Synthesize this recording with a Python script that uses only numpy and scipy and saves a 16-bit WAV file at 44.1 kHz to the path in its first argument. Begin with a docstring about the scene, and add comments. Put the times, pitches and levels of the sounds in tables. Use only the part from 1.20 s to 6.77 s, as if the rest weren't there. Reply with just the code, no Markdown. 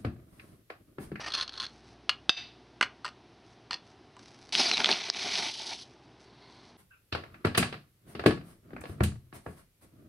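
"""A steel spoon scrapes sand along a terracotta dish, clinks on the rim and pats the sand down.
Its edge sticks and slips over grit; each pat crushes grains and rings dish and steel.
It then digs into a plastic bag of sand: grains crunch and creak, creases snap, the hollow booms.
Back at the dish, loose grains slide off and the spoon smooths the heap.
Small quiet room, close mono microphone."""
import sys
import numpy as np
from scipy import signal
from scipy.io import wavfile
from scipy.ndimage import uniform_filter1d

SR = 44100
rng = np.random.default_rng(int(sys.argv[2]) if len(sys.argv) > 2 else 0)


def unload_audio(sound):
    """Save the sound as a 16-bit wav file, at the path given as the first command line argument."""
    columns = np.transpose(np.atleast_2d(sound))
    # keep every value between -1 and 1, then stretch to whole-number steps
    steps = np.round(np.clip(columns, -1, 1) * 32767)
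    wavfile.write(sys.argv[1], SR, steps.astype(np.int16))


N = 245637
TIME_S = np.arange(N) / SR
BINS_HZ = np.fft.rfftfreq(4096, 1 / SR)

# room noise (frequency [Hz], level [dB])
AIR_SPECTRUM = [(25, -25), (55, -16), (100, -2), (180, -7.5), (245, -3), (300, -4), (385, -3.5),
                (530, -14.5), (730, -7.5), (1150, -17), (2200, -20.5), (4000, -21.5), (5600, -25.5),
                (11000, -39.5)]
# mains hum (frequency [Hz], level [dB])
HUM_TONES = [(61, -73), (120, -70.5)]
# drift of the lower hum tone (time [s], gain [dB])
HUM_DRIFT = [(0, 6), (.8, 7.5), (1.2, 4.5), (3, -6), (5.57, 1)]
# reverberation (frequency [Hz], t60 [s])
ROOM_DECAY = [(250, 0.28), (1000, 0.24), (3000, 0.19), (9000, 0.12)]
# brief level dips (start [s], length [s], depth [dB])
LEVEL_DIPS = [(1.1, 0.075, 12.5), (3.898, 0.04, 5)]
# gaps in the treble (frequency [Hz], width [Hz])
TREBLE_NOTCHES = [(7000, 1410), (8500, 1500), (10000, 620)]

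# sand spills off the spoon (start [s], length [s], level [dB])
SAND_SPILLS = [(.47, 0.13, -63.5), (.63, 0.096, -62.5), (2.24, .1, -66), (2.64, 0.075, -64),
               (2.98, 0.34, -59), (4.64, 0.095, -64.5), (4.82, .03, -68), (4.99, 0.055, -62.5),
               (5.28, 0.23, -64)]
# stray grains land (time [s], level [dB])
GRAIN_TICKS = [(2.9922, -39.5), (3.0577, -41), (3.081, -42.5), (3.2907, -37.5)]
# falling grains (frequency [Hz], level [dB])
SPILL_SPECTRUM = [(800, 0), (2000, 1), (3200, -2), (4300, 2), (5500, 4), (7500, -2), (11000, -12.5)]
# spoon smooths the heap (start [s], length [s], level [dB])
SMOOTH_STROKES = [(5.03, 0.14, -66), (5.17, 0.29, -60), (5.47, .03, -61)]
# spoon and dish while smoothing (frequency [Hz], width [Hz], level [dB])
HEAP_RESONANCES = [(1010, 61, 6), (1490, 81, -5), (2110, 140, -3), (3500, 550, -7), (4300, 490, -2)]

# bag creases snap (time [s], level [dB], centre [Hz])
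BAG_SNAPS = [(3.3509, -8.5, 3380), (3.4118, -21, 3900), (3.513, -10.5, 3600), (3.5707, -17, 3900),
             (3.578, -15.5, 2610), (3.602, -15.5, 2430), (3.6437, -7.5, 3050), (3.658, -9.5, 3570),
             (3.6655, -20, 3400), (3.689, -13.5, 1490), (3.7133, -9.5, 4300), (3.7263, -13.5, 3240),
             (3.8994, -7.5, 5330), (3.946, -26.5, 3200), (4.154, -15.5, 3860), (4.1753, -19, 4070)]
# plastic film (frequency [Hz], level [dB])
FILM_SPECTRUM = [(60, -54), (200, 4.5), (1500, 8), (2300, 8), (5000, 7.5), (7500, 0), (11000, -17)]
# packed grains creak on steel (start [s], length [s], initial pitch [Hz], level [dB])
SAND_CREAKS = [(3.378, 0.026, 5290, -30), (3.454, 0.02, 4770, -29), (3.522, 0.029, 4060, -28),
               (3.71, .025, 4350, -31.5)]
# digging effort: in, pause, out (time [s], level [dB])
DIG_EFFORT = [(3.324, -27.5), (3.36, -28), (3.39, -24), (3.47, -27.5), (3.5, -31.5), (3.62, -33.5),
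              (3.72, -28), (3.79, -36), (3.895, -37.5), (3.92, -44), (3.955, -36.5), (4.19, -30),
              (4.275, -32), (4.31, -41), (4.53, -35.5), (4.57, -47), (4.62, -44.5), (4.67, -63)]
# burial of the spoon (time [s], depth [0-1])
DIG_DEPTH = [(3.32, 0.2), (3.67, 0.93), (4.27, 0.45), (4.33, .06), (4.62, 0)]
# crunch deep in the sand (frequency [Hz], level [dB])
PACKED_SPECTRUM = [(500, -29), (1100, -3), (1400, -8), (1850, -4), (2300, 6), (2750, 0.5), (3800, 5),
                   (5000, -0.5), (6000, 1), (7600, -12), (11000, -27)]
# crunch near the surface (frequency [Hz], level [dB])
LOOSE_SPECTRUM = [(1000, -31), (2500, -13.5), (3000, -2), (4100, 0.5), (5200, 0), (6300, -4), (7600, -9.5),
                  (9300, -13), (11000, -17.5)]
# shifting bulk of sand (frequency [Hz], level [dB])
BULK_SPECTRUM = [(50, -40), (110, -19), (165, -3), (205, -2.5), (245, 2), (310, -4), (390, 6), (520, -9.5),
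                 (700, 5.5), (930, -1), (1120, -12), (1450, -1), (2200, -21)]
# buried spoon (frequency [Hz], width [Hz], level [dB])
SHANK_RESONANCES = [(1990, 70, 0.5), (2315, 90, 2), (3720, 110, 1), (4300, 140, 3), (5130, 140, -4)]
# hollow of the bag (frequency [Hz], width [Hz], level [dB])
HOLLOW_RESONANCES = [(744, 120, -5), (882, 42, 1), (2300, 350, -6)]
# sand gives way at once (start [s], length [s], bulk level [dB], boom level [dB])
SAND_HEAVES = [(3.362, 0.056, -33.5, -50), (3.449, 0.013, -33, -36), (3.579, 0.034, -33.5, -36.5),
               (3.678, 0.058, -40, -40.5), (4.037, 0.024, -38.5, -49), (4.165, 0.029, -50, -45),
               (4.201, 0.1, -61, -45.5), (4.391, 0.13, -53.5, -51), (4.509, 0.025, -52, -40.5)]

# spoon's bowl rasps on clay (start [s], length [s], level [dB])
RASP_STROKES = [(0, 0.016, -39), (.034, 0.016, -44), (.061, 0.022, -35.5), (1.619, 0.0067, -35.5),
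                (1.849, 0.019, -45), (2.518, 0.018, -38.5)]
# bowl flat on clay (frequency [Hz], width [Hz], level [dB])
FLAT_RESONANCES = [(826, 350, 6.5), (1260, 130, 9.5), (1837, 47, 17.5), (2680, 730, 4.5), (4600, 870, 4.5),
                   (5800, 500, 2), (7700, 520, -10), (10500, 1200, -54)]
# spoon's edge pushes through grit (start [s], length [s], level [dB])
SCRAPE_STROKES = [(.1, 0.039, -45), (.134, 0.1, -33.5), (.322, 0.12, -44.5), (.398, 0.052, -42)]
# edge catches and slips hard (time [s], level [dB])
HARD_SLIPS = [(0.12, -23), (0.138, -19.5), (0.149, -17), (0.185, -24.5), (0.21, -15), (.277, -28),
              (0.292, -27.5), (.376, -28.5), (.399, -22.5), (0.452, -30), (.464, -27.5)]
# edge on clay (frequency [Hz], width [Hz], level [dB])
EDGE_RESONANCES = [(1063, 20, 3), (1390, 320, -4), (1750, 120, -8), (2730, 310, -11.5), (3390, 220, -0.5),
                   (4256, 230, 3), (5170, 400, -12), (6340, 900, -14), (9200, 270, -19)]
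# spoon pats the sandy dish (time [s], level [dB], centre [Hz], width [octaves],
# steel ring [dB], first bounce gap [s], first bounce loss [dB])
SPOON_PATS = [(0.8927, -8.5, 2810, 0.9, -7.5, 0.0061, 12.5), (1.610, -9, 1810, .5, -19.5, .016, 3.5),
              (1.8451, -22, 1280, 0.65, -10, 0.006, 3.5), (1.8615, -29, 1430, 2.2, -15, .017, 1.5),
              (2.508, -20.5, 1450, 1.9, -0.5, .0217, 0.3), (2.966, -40.5, 1060, 0.19, -36, .02, 20)]
# crushed grit (frequency [Hz], level [dB])
CRUSH_SPECTRUM = [(80, -5), (250, 1), (600, -1), (1200, -3.5), (3000, -1.5), (5000, -6), (6500, -7),
                  (9000, -25), (11500, -16)]
# grains cracking under steel (frequency [Hz], level [dB])
FIZZ_SPECTRUM = [(3000, -32), (6000, -12), (7700, 12.5), (9400, 0.5), (11000, -10)]
# sand-damped dish (frequency [Hz], level [dB], t60 [s])
DISH_MODES = [(900, -6.5, 0.018), (1016, -2.5, 0.057), (1200, 2.5, 0.024), (1403, 6.5, 0.018),
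              (1652, -2, 0.022), (2100, -2, 0.016), (2352, -25, 0.012), (2710, -2.5, 0.026),
              (2886, 8, 0.016), (3240, -18, 0.042)]
# spoon pressed into sand (frequency [Hz], level [dB], t60 [s])
PRESSED_SPOON_MODES = [(2746, -5, 0.024), (3445, -7, 0.031), (4300, -0.5, 0.027), (4670, 0, 0.013),
                       (4910, -2, 0.017), (5340, -20, .05), (6100, -18, 0.04), (7370, -19, 0.027)]
# spoon strikes the rim (time [s], level [dB])
RIM_CLINKS = [(1.0939, -6.5)]
# clink's tick and diffuse decay (frequency [Hz], level [dB])
CLINK_SPECTRUM = [(200, -15.5), (700, -11), (1200, -7.5), (2000, -2.5), (3400, 2.5), (4800, 0.5),
                  (6200, -17), (8000, -30), (11000, -29.5)]
# free spoon, some modes in beating pairs (frequency [Hz], level [dB], t60 [s])
FREE_SPOON_MODES = [(716, -18, .35), (1615, -17, .3), (2645, -5, .29), (3580, -9, .26), (3655, -10, .26),
                    (3678, -.5, .31), (4805, -10, .33), (4848, -5.5, .32), (6035, -13, .29),
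                    (7490, -23, .28), (8920, -33, .27), (10620, -36, .25)]


def amp(db):
    """Decibels to gain."""
    return 10 ** (np.asarray(db) / 20)


def unit_rms(x):
    """Scales to rms 1."""
    return x / np.sqrt(np.mean(x ** 2) + 1e-20)


def peaked(x, db):
    """Scales a hit so its strongest millisecond crests at db."""
    return x * amp(db) / np.sqrt(2 * uniform_filter1d(x ** 2, SR // 1000).max())


def curve(table, hz=BINS_HZ):
    """Interpolates a table over log frequency."""
    table_hz, values = np.transpose(table)
    return np.interp(np.log(hz + 1), np.log(table_hz + 1), values)


def envelope(table):
    """Gain along a (time [s], level [dB]) curve, silent outside it."""
    return amp(np.interp(TIME_S, *np.transpose(table), left=-150, right=-150))


def strokes(table, attack_s, release_s):
    """Gain of strokes that rise, hold and decay."""
    gain = np.zeros(N)
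    for start_s, length_s, db in table:
        rise = np.clip((TIME_S - start_s) / attack_s, 0, 1)
        fall = np.exp(-np.clip((TIME_S - start_s - length_s) / release_s, 0, 20))
        gain += amp(db) * rise * fall
    return gain


def add(mix, start_s, sound):
    """Mixes a sound in at start_s."""
    part = mix[max(round(start_s * SR), 0):][:len(sound)]
    part += sound[:len(part)]


def colour(x, gain_db):
    """Minimum-phase filter, gain given at BINS_HZ."""
    log_gain = np.log(amp(np.maximum(gain_db, -100)))
    mirrored = np.concatenate([log_gain, log_gain[-2:0:-1]])
    taps = np.fft.ifft(np.exp(np.conj(signal.hilbert(mirrored)))).real
    return signal.fftconvolve(x, taps[:len(BINS_HZ)])[:len(x)]


def hump(hz, octaves, depth_db):
    """Broad peak in dB: 0 at hz, -depth_db far off."""
    return depth_db * (np.exp(-.5 * (np.log2((BINS_HZ + 1) / hz) / octaves) ** 2) - 1)


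def resonances(table):
    """Power sum of resonances, in dB."""
    power = sum(amp(db) ** 2 / (1 + (2 * (BINS_HZ - hz) / width_hz) ** 2) for hz, width_hz, db in table)
    return 10 * np.log10(power)


def ring(modes, t):
    """One decaying sine per mode, random phase."""
    return sum(amp(db - 60 * t / t60_s) * np.sin(2 * np.pi * (hz * t + rng.random()))
               for hz, db, t60_s in modes)


def burst(t, decay_s, lag_s=0.00065, rise_s=0.00038):
    """Run of tiny fractures that builds and dies."""
    age_s = np.maximum(t - lag_s, 0)
    return rng.choice([-1., 1.], len(t)) * (1 - np.exp(-age_s / rise_s)) * np.exp(-age_s / decay_s)


def grains(per_s, spread_db):
    """Random clicks, most small, a few large."""
    size = amp(spread_db * np.minimum(rng.exponential(1, N), 4))
    return unit_rms(size * rng.choice([-1., 1.], N) * (rng.random(N) < per_s / SR))


def clumps(rate_hz, depth_db):
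    """Gain wandering as grains jam and give way."""
    knots = rng.standard_normal(N)
    return unit_rms(amp(depth_db * np.interp(TIME_S * rate_hz, np.arange(N), knots)))


def rub(pressure, body):
    """Fine grit rubs a resonant body."""
    friction = rng.standard_normal(N) * clumps(250, depth_db=3)
    return pressure * unit_rms(colour(friction, resonances(body)))


def air(noise_db=-57.5, low_cut_hz=60):
    """Steady room noise, faint mains hum."""
    noise = unit_rms(colour(rng.standard_normal(N), curve(AIR_SPECTRUM)))
    noise = signal.sosfilt(signal.butter(1, low_cut_hz, "high", fs=SR, output="sos"), noise)
    low_hum, high_hum = (amp(db) * unit_rms(np.sin(2 * np.pi * hz * TIME_S)) for hz, db in HUM_TONES)
    return amp(noise_db) * noise + low_hum * envelope(HUM_DRIFT) + high_hum


def room(x, predelay_s=0.0032, echoes_per_s=3000):
    """Sparse reflections; treble dies first."""
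    t = np.arange(SR // 2) / SR
    echoes = rng.choice([-1., 1.], len(t)) * (rng.random(len(t)) < echoes_per_s / SR) * (t > predelay_s)
    hz, frame_s, spectra = signal.stft(echoes, SR, nperseg=256)
    decay = amp(-60 * frame_s / curve(ROOM_DECAY, hz)[:, None])
    tail = signal.istft(spectra * decay, SR, nperseg=256)[1]
    return signal.fftconvolve(x, tail / np.linalg.norm(tail))[:N]


def trickle(spill_db=-1, tick_db=-3):
    """Loose grains slide onto the heap; a few land alone."""
    t = np.arange(SR // 50) / SR
    sand_db = curve(SPILL_SPECTRUM)
    falling = unit_rms(colour(grains(1500, spread_db=4.5), sand_db))
    out = amp(spill_db) * strokes(SAND_SPILLS, attack_s=0.015, release_s=0.018) * falling
    for start_s, db in GRAIN_TICKS:
        tick = colour(burst(t, decay_s=0.0013), sand_db)
        add(out, start_s, peaked(tick, db + tick_db))
    return out


def smoothing():
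    """Spoon rubs lightly over the heap."""
    return rub(strokes(SMOOTH_STROKES, attack_s=0.038, release_s=0.021), HEAP_RESONANCES)


def bag(crease_hz=3550, crease_s=0.00098, crease_octaves=0.68, crinkle_db=-12, snap_db=-2):
    """Plastic creases flip: small ones follow the dig; bigger ones snap lower, longer, broader."""
    t = np.arange(SR // 30) / SR
    film_db = curve(FILM_SPECTRUM)
    flips = abs(grains(80, spread_db=0.7))
    crinkle = signal.fftconvolve(flips, abs(burst(t, decay_s=0.00066)))[:N] * rng.standard_normal(N)
    crinkle = colour(crinkle, film_db + hump(crease_hz, crease_octaves, depth_db=15))
    out = amp(crinkle_db) * envelope(DIG_EFFORT) * unit_rms(crinkle)
    for start_s, db, hz in BAG_SNAPS:
        size = (crease_hz / hz) ** 1.38
        snap = colour(burst(t, crease_s * size), film_db + hump(hz, crease_octaves * size, depth_db=15.5))
        add(out, start_s, peaked(snap, db + snap_db))
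    return out


def creak(width_hz=350, sag_hz_per_s=3600):
    """Packed grains squeak on steel, pitch sinking as the spoon goes in."""
    out = np.zeros(N)
    lowpass = signal.butter(2, width_hz / 2, fs=SR, output="sos")
    flutter = signal.sosfilt(lowpass, rng.standard_normal((2, N)))
    for start_s, length_s, hz, db in SAND_CREAKS:
        pitch_hz = hz - sag_hz_per_s * np.clip(TIME_S - start_s, 0, 2 * length_s)
        carrier = np.exp(2j * np.pi * np.cumsum(pitch_hz) / SR)
        squeak = unit_rms((carrier * (flutter[0] + 1j * flutter[1])).real)
        out += strokes([(start_s, length_s, db)], attack_s=0.0061, release_s=0.0078) * squeak
    return out


def dig(crunch_db=-1.5, shank_db=-8, heave_db=-1, bulk_db=-19.5, deep_boost_db=12, hollow_db=-20):
    """Grains grind past the spoon, duller when deep; the bulk shifts, the bag booms."""
    effort = envelope(DIG_EFFORT)
    depth = np.interp(TIME_S, *np.transpose(DIG_DEPTH))
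    jam = clumps(150, depth_db=2.5)
    packed = unit_rms(colour(grains(3000, spread_db=3) * jam, curve(PACKED_SPECTRUM)))
    loose = unit_rms(colour(grains(4500, spread_db=2.5) * jam, curve(LOOSE_SPECTRUM)))
    shank = unit_rms(colour(grains(500, spread_db=2.5) * jam, resonances(SHANK_RESONANCES)))
    crunch = np.sqrt(depth) * (packed + amp(shank_db) * shank) + np.sqrt(1 - depth) * loose
    shifting = grains(1800, spread_db=2.5) * jam * clumps(60, depth_db=3.5)
    bulk = unit_rms(colour(shifting, curve(BULK_SPECTRUM)))
    heaves = np.array(SAND_HEAVES)
    heave = amp(heave_db) * strokes(heaves[:, :3], attack_s=0.012, release_s=0.0098)
    boom = strokes(heaves[:, [0, 1, 3]], attack_s=0.0069, release_s=0.0071)
    push = np.hypot(heave, effort * amp(bulk_db + deep_boost_db * depth))
    hollow = rub(np.hypot(boom, amp(hollow_db) * effort), HOLLOW_RESONANCES)
    return amp(crunch_db) * effort * crunch + push * bulk + hollow


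def rasp():
    """Spoon's bowl rubs grit flat on the clay."""
    return rub(strokes(RASP_STROKES, attack_s=0.0024, release_s=0.014), FLAT_RESONANCES)


def scrape(slips_per_s=120, jitter=0.4, uneven_db=3, hiss_db=-6, stroke_db=-1, slip_db=-3):
    """Edge sticks and slips over grit; each slip rings spoon and dish."""
    t = np.arange(SR // 20) / SR
    edge_db = resonances(EDGE_RESONANCES)
    wander = unit_rms(uniform_filter1d(rng.standard_normal(N), size=300))
    slip_count = np.floor(np.cumsum(slips_per_s * np.exp(jitter * wander)) / SR)
    slips = np.diff(slip_count, prepend=0) * amp(uneven_db * rng.standard_normal(N))
    chatter = signal.fftconvolve(slips, abs(burst(t, decay_s=0.0016)))[:N] * rng.standard_normal(N)
    friction = unit_rms(chatter) + amp(hiss_db) * rng.standard_normal(N)
    pressure = amp(stroke_db) * strokes(SCRAPE_STROKES, attack_s=0.0015, release_s=0.0061)
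    out = pressure * unit_rms(colour(friction, edge_db))
    for start_s, db in HARD_SLIPS:
        slip = colour(burst(t, decay_s=0.0031), edge_db + hump(hz=3980, octaves=0.98, depth_db=8.5))
        add(out, start_s, peaked(slip, db + slip_db))
    return out


def contact(hz, octaves, steel_db, fizz_db, crush_db=7, dish_db=-8, lag_s=0.00061):
    """One touch crushes grit, rings dish and spoon."""
    t = np.arange(SR // 8) / SR
    onset = np.clip(t / lag_s - 1, 0, 1)
    grit = amp(crush_db) * colour(burst(t, decay_s=0.0025), curve(CRUSH_SPECTRUM))
    dish = amp(dish_db) * onset * ring(DISH_MODES, t)
    blow = colour(grit + dish, hump(hz, octaves, depth_db=15.5))
    steel = onset * ring(PRESSED_SPOON_MODES, t)
    fizz = colour(burst(t, decay_s=0.0015), curve(FIZZ_SPECTRUM))
    return peaked(blow, 0) + peaked(steel, steel_db) + peaked(fizz, fizz_db)


def pats(trim_db=-2, gap_ratio=0.51, pitch_ratio=1.05, steel_step_db=7.5):
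    """Spoon lands and bounces twice: each bounce sooner, weaker, higher, more steely."""
    out = np.zeros(N)
    for start_s, db, hz, octaves, steel_db, gap_s, loss_db in SPOON_PATS:
        fizz_db = -19 - 0.36 * db  # softer pat, larger share of fizz
        for bounce in range(3):
            touch = contact(hz * pitch_ratio ** bounce, octaves, steel_db + bounce * steel_step_db, fizz_db)
            add(out, start_s, peaked(touch, db + trim_db - loss_db * bounce ** 2))
            start_s += gap_s * gap_ratio ** bounce
    return out


def clinks(tick_db=-0.36, thud_db=-9, thud_s=0.001, haze_db=-23, haze_t60_s=0.41, ring_db=-14):
    """Bare steel on clay: hard tick, low push on the dish; the spoon rings on in a diffuse decay."""
    out = np.zeros(N)
    t = np.arange(SR // 2) / SR
    clink_db = curve(CLINK_SPECTRUM)
    for start_s, db in RIM_CLINKS:
        impact = burst(t, decay_s=0.0009, lag_s=0.0001, rise_s=0.0001)
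        tick = peaked(colour(impact, clink_db + hump(hz=7900, octaves=0.33, depth_db=13)), tick_db)
        push = (1 - t / thud_s) * np.exp(-t / thud_s)
        thud = amp(thud_db) * colour(push, hump(hz=300, octaves=1, depth_db=9))
        noise = unit_rms(colour(rng.standard_normal(len(t)), clink_db))
        haze = amp(haze_db - 60 * t / haze_t60_s) * noise
        steel = amp(ring_db) * ring(FREE_SPOON_MODES, t)
        add(out, start_s, amp(db) * (tick + thud + haze + steel))
    return out


def scene():
    """Spoon, dish and bag in the room; both channels alike."""
    hits = pats() + clinks()
    digging = dig() + creak() + bag()
    rubs = rasp() + smoothing() + scrape() + trickle()
    reverb = room(amp(-15) * hits + amp(-14) * rubs + amp(-19) * digging)
    return np.tile(hits + rubs + digging + reverb + air(), (2, 1))


def record(dry, fall_share=0.14, recovery_s=0.013, top_hz=11100):
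    """Two brief level dips, treble notches, band limit."""
    out = dry
    for start_s, length_s, depth_db in LEVEL_DIPS:
        onset = np.clip((TIME_S - start_s) / (fall_share * length_s), 0, 1)
        release = np.clip((start_s + length_s - TIME_S) / recovery_s, 0, 1)
        out = out * amp(-depth_db * onset * release)
    for hz, width_hz in TREBLE_NOTCHES:
        out = signal.lfilter(*signal.iirnotch(hz, hz / width_hz, SR), out)
    lowpass = signal.firwin(201, top_hz, window=("kaiser", 8), fs=SR)
    return signal.oaconvolve(out, lowpass[None], "same")


dry = scene()
out = record(dry)
unload_audio(out)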